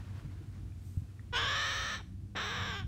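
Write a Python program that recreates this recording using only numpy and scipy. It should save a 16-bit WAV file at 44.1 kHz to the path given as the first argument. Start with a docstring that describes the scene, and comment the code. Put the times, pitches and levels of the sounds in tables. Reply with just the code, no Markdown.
"""Young cockatoo begging

A young cockatoo on a living-room carpet gives two long, rasping calls close by. Its voice is a run of
snaps that ring its throat and beak. They come mostly three or four throat vibrations apart, hopping
irregularly between the two: that is the rasp. Before calling, the bird shuffles and clicks its beak;
soft thumps and a low drone fill the room."""
import sys
import numpy as np
from scipy import signal
from scipy.fft import rfft, irfft, next_fast_len
from scipy.io import wavfile
from scipy.ndimage import map_coordinates

SR = 44100
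rng = np.random.default_rng(int(sys.argv[2]) if len(sys.argv) > 2 else 0)


def materialize(psi):
    """Save the field psi as 16-bit PCM at rate SR to the path in sys.argv[1].

    A 1-D psi becomes a single channel; in a 2-D psi each row is a channel.
    """
    bounded = np.clip(np.atleast_2d(psi).T, -1, 1)
    quanta = np.round(bounded * 32767).astype(np.int16)
    wavfile.write(sys.argv[1], SR, quanta)


N = 126567


def begging_calls():
    """Two calls, each a run of snaps; a snap that comes after a longer wait hits harder."""
    # Per call: t/s, throat resonance/Hz, beak resonance/Hz, mean throat cycles per snap, disorder (0-1)
    throats = [
        [(1.327, 1460, 5250, 2.93, .15), (1.355, 1446, 4900, 3.16, .1), (1.375, 1591, 4800, 3.19, .3),
         (1.40, 1662, 5140, 3.66, .4), (1.43, 1611, 5080, 3.27, .4), (1.53, 1725, 5360, 3.1, .35),
         (1.63, 1787, 5600, 3.21, .35), (1.78, 1818, 5850, 3.32, .45), (1.95, 1791, 5802, 3.21, .45),
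         (1.992, 1755, 5760, 4.6, .8), (2.005, 1185, 5810, 2.1, .7)],
        [(2.352, 1658, 5600, 4.86, .9), (2.41, 1666, 5600, 3.68, .8), (2.465, 1678, 5700, 3.76, .6),
         (2.48, 1693, 5700, 3.98, .08), (2.51, 1664, 5640, 3.5, .1), (2.55, 1682, 5580, 3.5, .5),
         (2.64, 1600, 5420, 3.37, .7), (2.69, 1627, 5480, 3.5, .1), (2.74, 1548, 5230, 3.65, .12),
         (2.765, 1641, 5070, 4, .06), (2.80, 1529, 5120, 4, .06), (2.84, 1360, 5014, 4, .3)],
    ]
    # How hard each call is pushed: t/s, level/dB, brightness/(dB per octave)
    efforts = [
        [(1.327, -44.5, -6.5), (1.336, -36.5, -3), (1.368, -31, 2), (1.40, -34, -0.5), (1.63, -35, 0.5),
         (1.79, -38, 1), (1.95, -39.5, 0.5), (1.99, -51.5, 0.5), (2.011, -51.5, -5), (2.018, -58, -24)],
        [(2.352, -44, -12.5), (2.365, -37.5, -2), (2.394, -37, -1.5), (2.452, -38.5, -.5), (2.6, -39.5, -1),
         (2.766, -41.5, 0), (2.804, -45, 0.5), (2.84, -58, -7)],
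    ]
    # Tone of the voice: f/Hz, gain/dB
    voice_colour = [(150, -0.5), (400, -1), (1000, 0), (4000, 1.5), (4700, -2.5), (8000, 2), (9000, -14.5),
                    (14000, 6.5)]
    # Timing scatter of even the steadiest snaps, per call: t/s
    jitter_s = [.00003, .00007]
    wait_db_per_cycle, scatter_db = 1, .12
    voice = np.zeros(N)
    for call, (throat, effort) in enumerate(zip(throats, efforts)):
        times = snap_times(throat, effort[0][0], effort[-1][0], jitter_s[call])
        throat_hz, beak_hz, cycles, disorder = at(throat, times)
        level_db, brightness = at(effort, times)
        extra_cycles = np.r_[0, np.diff(times) * throat_hz[1:] - cycles[1:]]
        hard_db = wait_db_per_cycle * extra_cycles + scatter_db * rng.standard_normal(len(times))
        starts = np.ceil(times * SR).astype(int) - 64  # leave room for the rise
        t = (starts[:, None] + np.arange(480)) / SR - times[:, None]  # one row per snap
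        rings = resonances(t, throat_hz, beak_hz, brightness + .44 * hard_db, call)  # harder is brighter
        rings = beak_notches(air_puffs(rings, disorder), beak_hz)
        rings /= np.linalg.norm(rings, axis=1, keepdims=True)
        strength = amp(level_db + hard_db) * np.sqrt(SR * cycles / throat_hz)
        for start, ring in zip(starts, rings * strength[:, None]):
            add(voice, start, ring)
    return filtered(voice, lambda hz: amp(along(voice_colour, hz)))


def snap_times(throat, start, end, jitter_s, slip_s=.00021):
    """Each snap waits a whole number of throat cycles, at least three; disorder makes it hop and slip."""
    times, owed = [start], 0
    for hop, slip in rng.standard_normal((600, 2)):
        hz, _, cycles, disorder = at(throat, times[-1])
        whole = max(np.round(cycles + owed + disorder * hop), 3)
        owed = np.clip(owed + cycles - whole, -1, 1) * (1 - disorder)  # carried to the next wait
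        times.append(times[-1] + whole / hz + (jitter_s + slip_s * disorder) * slip)
    times = np.array(times)
    return times[times < end]


def resonances(t, throat_hz, beak_hz, brightness, call, scatter_db=2.3, rise_s=.00005):
    """A snap sets the throat and beak ringing at several pitches that quickly die away."""
    # Resonances at rest: f/Hz, width/Hz, how far each follows the throat, how far the beak,
    # relative level/dB in the first call, relative level/dB in the second
    formants = [(514, 470, 0.031, 2.1, -8.5, -10.5), (1372, 303, 1.12, 0.31, -0.5, -0.5),
                (1743, 176, 0.59, 0.058, -1.5, -3), (2336, 610, 0.078, 0, -5, -6),
                (3100, 274, .1, 0, -7, -10), (3710, 410, 0.047, 0.57, -4, -4.5),
                (4250, 420, 1.6, .9, -7, -16.5), (5730, 640, 0.036, 0.44, -3, -6),
                (8130, 233, 0, 1.29, -25, -26.5), (9200, 700, 0.25, 0.36, -20.5, -47),
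                (13900, 1200, 0.097, 1, -30.5, -30), (15600, 320, 0.19, 0.59, -42, -38)]
    # Main resonances at rest: throat f/Hz, beak f/Hz
    rest_hz = [1780, 5900]
    # Extra damping of the throat resonances, per call: width/Hz
    blur_hz = [40, 165]
    rings = 0
    for hz, width, with_throat, with_beak, *levels_db in formants:
        moved_hz = hz * (throat_hz / rest_hz[0]) ** with_throat * (beak_hz / rest_hz[1]) ** with_beak
        db = levels_db[call] + brightness * np.log2(hz / rest_hz[0])
        gain = amp(db + scatter_db * rng.standard_normal(len(t)))
        fade = np.exp(-np.pi * (width + blur_hz[call] * with_throat) * t)
        rings = rings + gain[:, None] * fade * np.cos(2 * np.pi * moved_hz[:, None] * t)
    return rings / (1 + np.exp(-t / rise_s))


def air_puffs(rings, disorder, air_db=-6):
    """Swirling air adds a puff of noise to each snap, stronger with more disorder."""
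    count, size = rings.shape
    puffs = rng.standard_normal((count, size // 4)) / np.sqrt(size // 4)
    breath = signal.fftconvolve(rings, puffs, axes=1)[:, :size]
    return rings + amp(air_db) * np.sqrt(disorder[:, None]) * breath


def beak_notches(rings, beak_hz):
    """The beak weakens three narrow bands of each snap."""
    # Weakened bands: multiple of the beak resonance, width/Hz, gain/dB
    notches = [(.79, 320, -4.5), (1.171, 330, -10.5), (1.48, 348, -11)]
    size = rings.shape[1]
    hz = np.fft.rfftfreq(2 * size, 1 / SR)
    cut_db = sum(db * np.exp(-((hz - ratio * beak_hz[:, None]) / width) ** 2)
                 for ratio, width, db in notches)
    return irfft(rfft(rings, 2 * size) * amp(cut_db))[:, :size]


def beak_clicks():
    """The beak clicks twice, with a tiny, high ring."""
    # Clicks: t/s, peak level/dB, f/Hz
    clicks = [(.721, -58.5, 2400), (1.194, -47.5, 1870)]
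    return knocks(clicks, ring_s=.01, rise_s=.0015, second_ratio=.72, second_db=-8)


def thumps():
    """Soft blows ring low and briefly."""
    # Thumps: t/s, peak level/dB, f/Hz
    blows = [(.246, -33.5, 142), (.405, -48.5, 326), (.972, -24.5, 92.8), (1.019, -32.5, 103),
             (2.834, -31.5, 95)]
    return knocks(blows, ring_s=.071, rise_s=.005, second_ratio=1.4, second_db=-9.5)


def shuffling():
    """The moving bird rustles unevenly, and its feathers swish once."""
    # Loudness of the rustle and the swish: t/s, level/dB
    rustle = [(0, -62.5), (.22, -62.5), (.4, -70), (.6, -69), (.75, -78.5), (1.2, -76), (1.6, -110)]
    feathers = [(.72, -93), (.86, -69), (1.0, -72.5), (1.1, -110)]
    # Their tone: f/Hz, relative level/dB
    rustle_colour = [(240, -21), (400, -1), (803, -8), (875, -4), (1610, -5), (5980, -20), (12000, -33),
                     (15600, -34), (22000, -120)]
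    feather_colour = [(1000, -42.5), (4500, -22), (7000, -19.5), (8600, -15), (10500, -32.5),
                      (13000, -18.5), (15000, -29.5)]
    flicker = amp(1.9 * wobble(39))
    return swell(rustle) * flicker * noise(rustle_colour) + swell(feathers) * noise(feather_colour)


def drone(pitch_hz=94.36):
    """A low, wavering hum over a rumble; a tone one octave up joins in later."""
    # Loudness of the bass and of the octave: t/s, level/dB
    bass = [(0, -44), (.55, -44.5), (.65, -42), (.75, -48.5), (.88, -45), (1.15, -48.5), (1.36, -43.5),
            (1.6, -46.5), (2.0, -46), (2.2, -44.5), (2.45, -47.5), (2.66, -40), (2.78, -48), (2.87, -36.5)]
    octave = [(1.7, -80), (1.95, -52), (2.3, -55.5), (2.6, -49.5), (2.87, -54.5)]
    # Tone of the rumble: f/Hz, relative level/dB
    rumble = [(15, -78), (25, -34.5), (53, 1), (102, -3), (114, 1), (125, -7), (189, -13), (216, -14.5),
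              (334, -19), (600, -81.5), (780, -47), (1320, -120)]
    phase = 2 * np.pi * np.cumsum(pitch_hz + 3 * wobble(14)) / SR
    hum = amp(-3) * unit(np.sin(phase) * amp(wobble(11)))
    return swell(bass) * (hum + amp(-1.5) * noise(rumble)) + swell(octave) * np.sin(2 * phase)


def room_hiss():
    """Faint noise fills the room."""
    # Loudness of the hiss: t/s, level/dB
    hiss = [(1.1, -68.5), (2.2, -71.5)]
    # Its tone: f/Hz, relative level/dB
    hiss_colour = [(240, -31), (400, 0), (577, -8), (705, -5.5), (914, -12.5), (1030, -10.5), (1510, -12.5),
                   (8930, -20), (15500, -29.5)]
    return swell(hiss) * noise(hiss_colour)


def room_echo(x):
    """A carpeted room answers with a short echo whose low notes die first."""
    fade_times = [(200, .083), (2000, .34), (10000, .39)]  # f/Hz, time to fade by 60 dB/s
    hz, t, spectrum = signal.stft(rng.standard_normal(SR // 2), SR, nperseg=256)
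    fade = amp(-60 * t / along(fade_times, hz)[:, None])
    tail = signal.istft(spectrum * fade, SR, nperseg=256)[1]
    delayed = np.pad(tail / np.linalg.norm(tail), (SR // 400, 0))
    return signal.fftconvolve(x, delayed)[:N]


def knocks(rows, ring_s, rise_s, second_ratio, second_db):
    """Each blow rings two tones that fade by 60 dB in ring_s."""
    out, t = np.zeros(N), np.arange(SR // 4) / SR
    for s, db, hz in rows:
        ring = np.sin(2 * np.pi * hz * t) + amp(second_db) * np.sin(2 * np.pi * hz * second_ratio * t)
        ring *= amp(-60 * t / ring_s) * (1 - np.exp(-t / rise_s))
        add(out, round(s * SR), amp(db) * ring / np.abs(ring).max())
    return out


def amp(db):
    """Turn decibels into a gain."""
    return 10 ** (np.asarray(db) / 20)


def unit(x):
    """Scale to an average power of 1."""
    return x / np.sqrt(np.mean(x ** 2) + 1e-20)


def along(points, hz):
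    """Read (f/Hz, value) points at hz, on a log frequency axis."""
    f, values = np.transpose(points)
    return np.interp(np.log(hz + 1), np.log(f + 1), values)


def at(rows, t):
    """Read a table's columns at time t."""
    times, *columns = np.transpose(rows)
    return [np.interp(t, times, column) for column in columns]


def swell(rows):
    """A gain for every sample, from (t/s, level/dB) points."""
    return amp(at(rows, np.arange(N) / SR)[0])


def wobble(rate):
    """A smooth curve through `rate` random values a second."""
    return map_coordinates(rng.standard_normal(int(N * rate / SR) + 4), [np.arange(N) * rate / SR])


def filtered(x, response):
    """Scale each frequency of x by response(hz)."""
    size = next_fast_len(N + SR // 2)
    return irfft(rfft(x, size) * response(np.fft.rfftfreq(size, 1 / SR)), size)[:N]


def noise(colour):
    """Noise of power 1 with the given tone."""
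    return unit(filtered(rng.standard_normal(N), lambda hz: amp(along(colour, hz))))


def add(track, start, sound):
    """Mix a sound in, from sample `start` on."""
    part = track[start:start + len(sound)]
    part += sound[:len(part)]


def scene():
    """The bird and its echo, over the quieter sounds of the room."""
    bird = begging_calls() + beak_clicks()
    return (bird + amp(-13) * room_echo(bird) + thumps() + shuffling() + drone() + room_hiss())[None]


def record(dry, top_hz=15800):
    """Cut off the highest treble."""
    return filtered(dry[0], lambda hz: hz < top_hz)[None]


dry = scene()
out = record(dry)
materialize(out)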